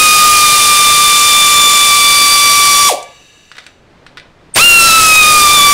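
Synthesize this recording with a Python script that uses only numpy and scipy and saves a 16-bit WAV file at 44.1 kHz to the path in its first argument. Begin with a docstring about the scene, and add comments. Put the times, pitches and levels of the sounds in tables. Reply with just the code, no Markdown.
"""Air ratchet in a workshop

Close to the microphone, an air ratchet spins a bolt out of a motorcycle in two runs. Its vane motor
chops the exhaust into a siren whine over a loud hiss, and at this distance both overload the input.
Between the runs the air line sings faintly and the socket clinks on the bolt, over a low room tone."""
import sys
import numpy as np
from scipy import signal
from scipy.fft import rfft, irfft, next_fast_len
from scipy.io import wavfile

SR = 44100
rng = np.random.default_rng(int(sys.argv[2]) if len(sys.argv) > 2 else 0)


def to_wav(sig):
    """Store sig (one row per channel, or 1-D mono) as 16-bit WAV at the path in sys.argv[1].

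    Samples outside -1..1 are clipped; the rate is SR.
    """
    pcm = np.clip(np.atleast_2d(sig), -1, 1) * 32767
    pcm = np.round(pcm).astype(np.int16)
    wavfile.write(sys.argv[1], SR, pcm.T)  # frames by channels


N = 252693
T = np.arange(N) / SR
RELEASE_S, PRESS_S = 2.886, 4.557  # the trigger is let go, then squeezed again
VANES_PER_STROKE, STROKES_PER_TURN = 22.8, 6  # gearing from motor to yoke to socket


def amp(db):
    """Decibels to gain."""
    return np.exp(np.asarray(db) * (np.log(10) / 20))


def unit(x):
    """Scale to rms 1."""
    return x / np.sqrt(np.mean(x ** 2) + 1e-20)


def along(points, hz):
    """Each column after the frequency, read at hz on a log axis."""
    f, *columns = np.transpose(points)
    return [np.interp(np.log(hz + 1), np.log(f + 1), column) for column in columns]


def curve(points):
    """One value per sample from (t/s, value) points."""
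    return np.interp(T, *np.transpose(points))


def since(start_s):
    """Seconds after start_s, zero before it."""
    return np.maximum(T - start_s, 0)


def wobble(rate):
    """A random curve, rate knots a second."""
    knots = rng.standard_normal(int(N * rate / SR) + 2)
    return np.interp(T * rate, np.arange(len(knots)), knots)


def filtered(x, response):
    """Filter x by a gain given as a function of frequency."""
    size = next_fast_len(len(x) + 8192)
    return irfft(rfft(x, size) * response(np.fft.rfftfreq(size, 1 / SR)), size)[:len(x)]


def noise(spectrum, size=N):
    """Noise of rms 1, coloured by (f/Hz, level/dB) points."""
    return unit(filtered(rng.standard_normal(size), lambda hz: amp(along(spectrum, hz)[0])))


def trigger(rise, fall):
    """1 while the air is on; dies after the release, builds after the press (time constants in s)."""
    return np.where(T < PRESS_S, np.exp(-since(RELEASE_S) / fall), 1 - np.exp(-since(PRESS_S) / rise))


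# Room tone at the microphone: t/s, level/dB
ROOM_TONE_LEVEL = [(3.0, -49.5), (3.5, -51), (3.75, -48), (4.0, -43.5), (4.25, -44.5), (4.5, -44.5)]
# Its spectrum: f/Hz, relative level/dB
ROOM_TONE_SPECTRUM = [(25, -4), (75, -5), (145, -4), (200, -8.5), (400, -8.5), (800, -14.5), (2000, -20),
                      (4000, -26.5), (8000, -38.5), (15000, -55)]

def room_tone():
    """The low, uneven rush of the workshop, behind the tool."""
    return amp(curve(ROOM_TONE_LEVEL) + .8 * wobble(14)) * noise(ROOM_TONE_SPECTRUM)


# Reverberation of the workshop: f/Hz, t60/s, level/dB
REVERB = [(200, .35, -14), (380, 0.43, -8), (550, .38, 1), (843, .38, -2), (1150, 0.55, -14),
          (2300, 0.6, -14.5), (4000, .4, -14), (14000, 0.24, -20.5)]

def workshop_echo(direct):
    """Reflections reach the microphone 5 ms after the direct sound, strongest in the low middle."""
    hz, t, spectra = signal.stft(rng.standard_normal(SR * 3 // 4), SR, nperseg=256)
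    t60 = along(REVERB, hz)[0][:, None]
    _, tail = signal.istft(spectra * amp(-60 * t / t60) / np.sqrt(t60), SR, nperseg=256)
    tail = np.pad(tail / np.linalg.norm(tail), (SR // 200, 0))
    return filtered(signal.fftconvolve(direct, tail)[:N], lambda f: amp(along(REVERB, f)[1]))


# Contacts of socket and handle: t/s, clack and ring level/dB, tick level/dB
CONTACTS = [(3.027, -55, -27.5), (3.516, -29, -50), (3.521, -36, -51), (3.554, -34, -54), (3.568, -33, -48),
            (3.582, -27, -42), (3.586, -27, -42), (3.603, -36, -52), (3.640, -39.5, -53), (3.665, -29, -38),
            (4.065, -30, -49), (4.172, -26, -48), (4.178, -27, -49), (4.197, -32, -55)]
# Ringing modes of the steel: f/Hz, relative level/dB, t60/s
STEEL_MODES = [(1445, 2, .07), (1710, -3, .07), (1990.4, -3, 0.13), (2390, -8, .06), (3400, -5, 0.071),
               (3714, -5, .12), (4484, -14, .1), (5700, -8, .07), (8549, -18, .14)]
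# Spectrum of the clack: f/Hz, relative level/dB
CLACK_SPECTRUM = [(180, -41), (300, -8), (800, -12.5), (1500, 2), (2720, -1.5), (3810, -1.5), (5420, -10),
                  (7360, -24), (8500, -19), (14000, -50)]

def clinks():
    """Steel meets steel near the microphone: a short clack, a bright tick and a damped ring."""
    out, t = np.zeros(N + SR), np.arange(SR // 4) / SR
    decay = lambda t60: amp(-60 * t / t60)
    tick_spectrum = [(2000, -23), (4000, -3), (8500, 1), (12000, -18), (16000, -36)]
    for start_s, clack_db, tick_db in CONTACTS:
        ring = sum(amp(db + rng.normal(0, 3.4)) * decay(t60) * np.sin(2 * np.pi * hz * t)
                   for hz, db, t60 in STEEL_MODES)
        clack = noise(CLACK_SPECTRUM, len(t)) * (decay(.026) + amp(-10.5) * decay(.25))
        tick = noise(tick_spectrum, len(t)) * decay(.044)
        clink = amp(clack_db) * (amp(-15) * ring + amp(-2.5) * clack) + amp(tick_db) * tick
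        out[round(start_s * SR):][:len(t)] += clink
    return out[:N]


# Resonances of the air line: f/Hz, width/Hz, relative level/dB
HOSE_MODES = [(1200, 15, -7), (1700, 45, -3), (2013, 50, -10), (2320, 40, -6), (2660, 50, -0.5),
              (2919.5, 50, -3.5), (2850, 60, -0.5), (3780, 120, -3.5), (4510, 140, -7), (5995, 240, -7.5),
              (7400, 500, -12), (10000, 3000, -29)]

def air_line():
    """Air creeps on through the line after the valve shuts and sounds its resonances."""
    resonances = lambda f: np.sqrt(sum(amp(db) ** 2 / (1 + (2 * (f - hz) / width) ** 2)
                                       for hz, width, db in HOSE_MODES))
    age = since(RELEASE_S)
    level_db = -40.5 - 12 * age - 90 * since(RELEASE_S + .8)  # a slow sag, then a quick fade
    onset = np.minimum(age / .1, 1)
    return amp(level_db) * onset * unit(filtered(rng.standard_normal(N), resonances))


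VALVE_S = 4.541  # the valve cracks open just ahead of the second run

def valve():
    """A short, unsteady edge tone from the barely open valve."""
    hold_s, edge_s = .026, .00112
    outside_s = np.abs(T - np.clip(T, VALVE_S, VALVE_S + hold_s))
    hz = 8620 + 130 * wobble(500)
    whistle = np.sqrt(2) * np.sin(2 * np.pi * np.cumsum(hz) / SR)
    return amp(-18) * np.exp(-outside_s / edge_s) * whistle


def spin_up():
    """Until the rotor is at speed, air rushes straight through it."""
    age = since(PRESS_S)
    blast = noise([(30, -4), (400, 3), (3500, -1), (9000, -12.5), (15000, -9)])
    return amp(-5) * blast * (1 - np.exp(-age / .0033)) * np.exp(-age / .031)


# Weak tones of motor and gears: multiple of the vane rate, level/dB
GEAR_TONES = [(.75, -41.5), (3.75, -31.5), (4.5, -28), (5.5, -28), (9, -29), (10, -30)]

def gears(vane_phase):
    """Motor and gears add faint tones locked to the rotor, each drifting in level."""
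    tones = sum(amp(db + 3 * wobble(2.7)) * np.sin(k * vane_phase) for k, db in GEAR_TONES)
    return tones * trigger(rise=.022, fall=.006)


# Spectrum of the pawl's snap: f/Hz, relative level/dB
PAWL_SPECTRUM = [(3000, -30), (7500, -17), (9300, 2), (10500, -6), (12000, -16), (15500, -24.5)]

def pawl(vane_phase):
    """The pawl snaps over a tooth at each stroke of the yoke, dying away before the next."""
    stroke = (vane_phase / (2 * np.pi * VANES_PER_STROKE)) % 1
    snaps = unit(np.exp(-5.5 * stroke))
    return amp(-17.5) * snaps * noise(PAWL_SPECTRUM) * trigger(rise=.02, fall=.02)


# The two runs: t/s at the start, settled hiss level/dB, overtone boost/dB
AIR_RUNS = [(0, -9, 0.5), (4.557, -8.5, 3.5)]

def air_supply():
    """Hiss level and overtone boost of the current run; the hiss sinks with the line pressure."""
    fresh_db, sink_s = 2.5, 1  # extra hiss at full pressure
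    start_s, hiss_db, overtone_db = np.array(AIR_RUNS)[(T > VALVE_S).astype(int)].T
    return hiss_db + fresh_db * np.exp(-since(start_s) / sink_s), overtone_db


# Spectrum of the exhaust jet, heard close: f/Hz, relative level/dB
JET_SPECTRUM = [(25, -21), (900, -20.5), (1700, -11.5), (2500, -3.5), (3300, -3.5), (4600, -1.5),
                (6000, -2.5), (7400, -3.5), (8800, -1), (9900, -3), (10800, -7), (12000, -8.5),
                (15500, -19.5)]
# Low rush of air blowing past the microphone: t/s, level/dB
WIND_LEVEL = [(0, -29), (.5, -28), (1.4, -33), (2, -52), (2.87, -34.5), (4.58, -22.5), (4.7, -20.5),
              (5.73, -22.5)]

def exhaust(vane_phase, hiss_db):
    """The jet hisses, pulsing with the vanes and the yoke's strokes, and blows past the microphone."""
    pulsing = (1 + .26 * np.cos(vane_phase)) * (1 + .1 * np.cos(vane_phase / VANES_PER_STROKE))
    leak = amp(-18.5) * ((T > 4.549) & (T < PRESS_S))  # through the opening valve
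    jet = amp(hiss_db) * noise(JET_SPECTRUM) * pulsing
    wind = amp(curve(WIND_LEVEL)) * noise([(25, 2), (150, -4), (900, -8), (2000, -9.5), (5000, -39.5)])
    return (jet + wind) * (trigger(rise=.0053, fall=.032) + leak)


# The whine's fundamental as the tool moves in front of the microphone: t/s, level/dB
FUNDAMENTAL_LEVEL = [(0, -7.5), (.3, -3.5), (.55, -8), (.9, -4.5), (1.3, -6.5), (2.15, -11.5), (2.42, -9),
                     (2.87, -6), (4.7, -7), (4.9, -4.5), (5.06, -4), (5.17, -7), (5.36, -3), (5.73, -3.5)]
# Harmonics 2 to 7 before their boosts and fades: level/dB
HARMONIC_LEVELS = [-12.3, -13, -20, -21.3, -22.3, -27.5]
# Standing waves around the tool lift or cancel passing harmonics: f/Hz, half width/Hz, gain/dB
STANDING_WAVES = [(2518, 48, 10), (2760, 70, 11.5), (3528, 34, 5.5), (3640, 17, -14), (3850, 48, -22),
                  (4160, 45, -10), (4655, 28, 10), (4910, 25, 6), (5370, 70, 6), (5797, 30, 8.5),
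                  (6310, 90, 6), (6935, 26, 8.5), (7066, 42, 10.5), (8145, 45, 9)]

def whine(vane_phase, vane_hz, overtone_db):
    """Each passing vane lets out a puff; the overtones need full pressure and fade first."""
    # the muffler delays each harmonic differently, which spreads the puff over the cycle
    harmonic = lambda k: np.cos(k * vane_phase + 1.5 * k * k)
    turning = 1 - np.exp(-(vane_hz / 420) ** 4)  # the tone dies as the rotor stalls
    # without air behind it the rotor judders to a stop
    judder_db = 5.5 * (1 - trigger(rise=.002, fall=.01)) * wobble(150)
    fundamental = amp(curve(FUNDAMENTAL_LEVEL) + .9 * wobble(55) + judder_db) * harmonic(1) * turning
    sharpen_db = .0045 * np.maximum(vane_hz - 1180, 0)  # faster puffs have sharper edges
    overtones = np.zeros(N)
    for k, db in enumerate(HARMONIC_LEVELS, 2):
        standing_db = sum(gain_db * np.exp(-((k * vane_hz - hz) / width) ** 2)
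                          for hz, width, gain_db in STANDING_WAVES)
        unsteady_db = wobble(12) + 1.8 * wobble(40)  # fades as the hand moves, and a quick flutter
        level_db = db + overtone_db + (k - .5) * sharpen_db + standing_db + unsteady_db
        overtones += amp(level_db) * harmonic(k)
    return fundamental * trigger(rise=.013, fall=.039) + overtones * trigger(rise=.022, fall=.006)


# Rate of passing vanes, sagging as the line loses pressure: t/s, f/Hz
MOTOR_SPEED = [(0, 1240), (0.3, 1216), (0.75, 1191), (1.1, 1185), (1.45, 1182), (2, 1168), (2.45, 1163),
               (2.87, 1158), (4.6, 1421), (4.85, 1344), (5.05, 1285), (5.35, 1217), (5.73, 1154)]
# The thread catches and slows the motor for a moment: t/s, drop in vane rate/Hz
THREAD_CATCHES = [(.5, 14.84), (.61, 17.09), (4.8, 9), (4.91, 10.92), (5.25, 14.65), (5.5, 9), (5.61, 17)]

def ratchet():
    """The tool, close up: motor speed sets whine, exhaust pulse and pawl; thread drag makes it waver."""
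    sway_hz, catch_half_s = 2.78, .02
    driven_hz = curve(MOTOR_SPEED)
    vane_hz = driven_hz * trigger(rise=.02, fall=.042)
    socket_turns = np.cumsum(vane_hz) / SR / (VANES_PER_STROKE * STROKES_PER_TURN)
    caught_hz = sum(hz * np.exp(-((T - s) / catch_half_s) ** 2) for s, hz in THREAD_CATCHES)
    # the drag rises and falls once for each turn of the socket
    load = (sway_hz * np.sin(2 * np.pi * socket_turns) - caught_hz) / driven_hz
    drag_depth = np.interp(T, [PRESS_S + .4, PRESS_S + .9], [.0007, .005])
    stumble = .1104 * (1 - trigger(rise=.002, fall=.02)) * wobble(250)  # once the air is off
    waver = 1 + load + drag_depth * wobble(22) + .0025 * wobble(140) + stumble
    vane_phase = 2 * np.pi * np.cumsum(vane_hz * waver) / SR
    hiss_db, overtone_db = air_supply()
    motor = whine(vane_phase, vane_hz, overtone_db) + gears(vane_phase)
    return motor + exhaust(vane_phase, hiss_db) + pawl(vane_phase) + spin_up()


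def scene():
    """One microphone close to the tool, with the workshop's echo and room tone behind."""
    near = ratchet() + valve() + air_line() + clinks()
    return np.tile(near + workshop_echo(near) + room_tone(), (2, 1))


# Colour of the microphone chain after the overload: f/Hz, gain/dB
MIC_RESPONSE = [(25, -2), (900, 0), (1200, 0.5), (9500, -1), (12000, -2), (15500, -0.5)]

def record(dry):
    """The microphone's mono input flattens the peaks, colours the sound and cuts the highest treble."""
    ceiling, top_hz = .69, 15750
    clipped = np.clip(dry.mean(axis=0), -ceiling, ceiling)
    band_limit = lambda hz: .5 - .5 * np.tanh((hz - top_hz) / 70)
    response = lambda hz: amp(along(MIC_RESPONSE, hz)[0]) * band_limit(hz)
    return np.tile(filtered(clipped, response), (2, 1))


dry = scene()
out = record(dry)
to_wav(out)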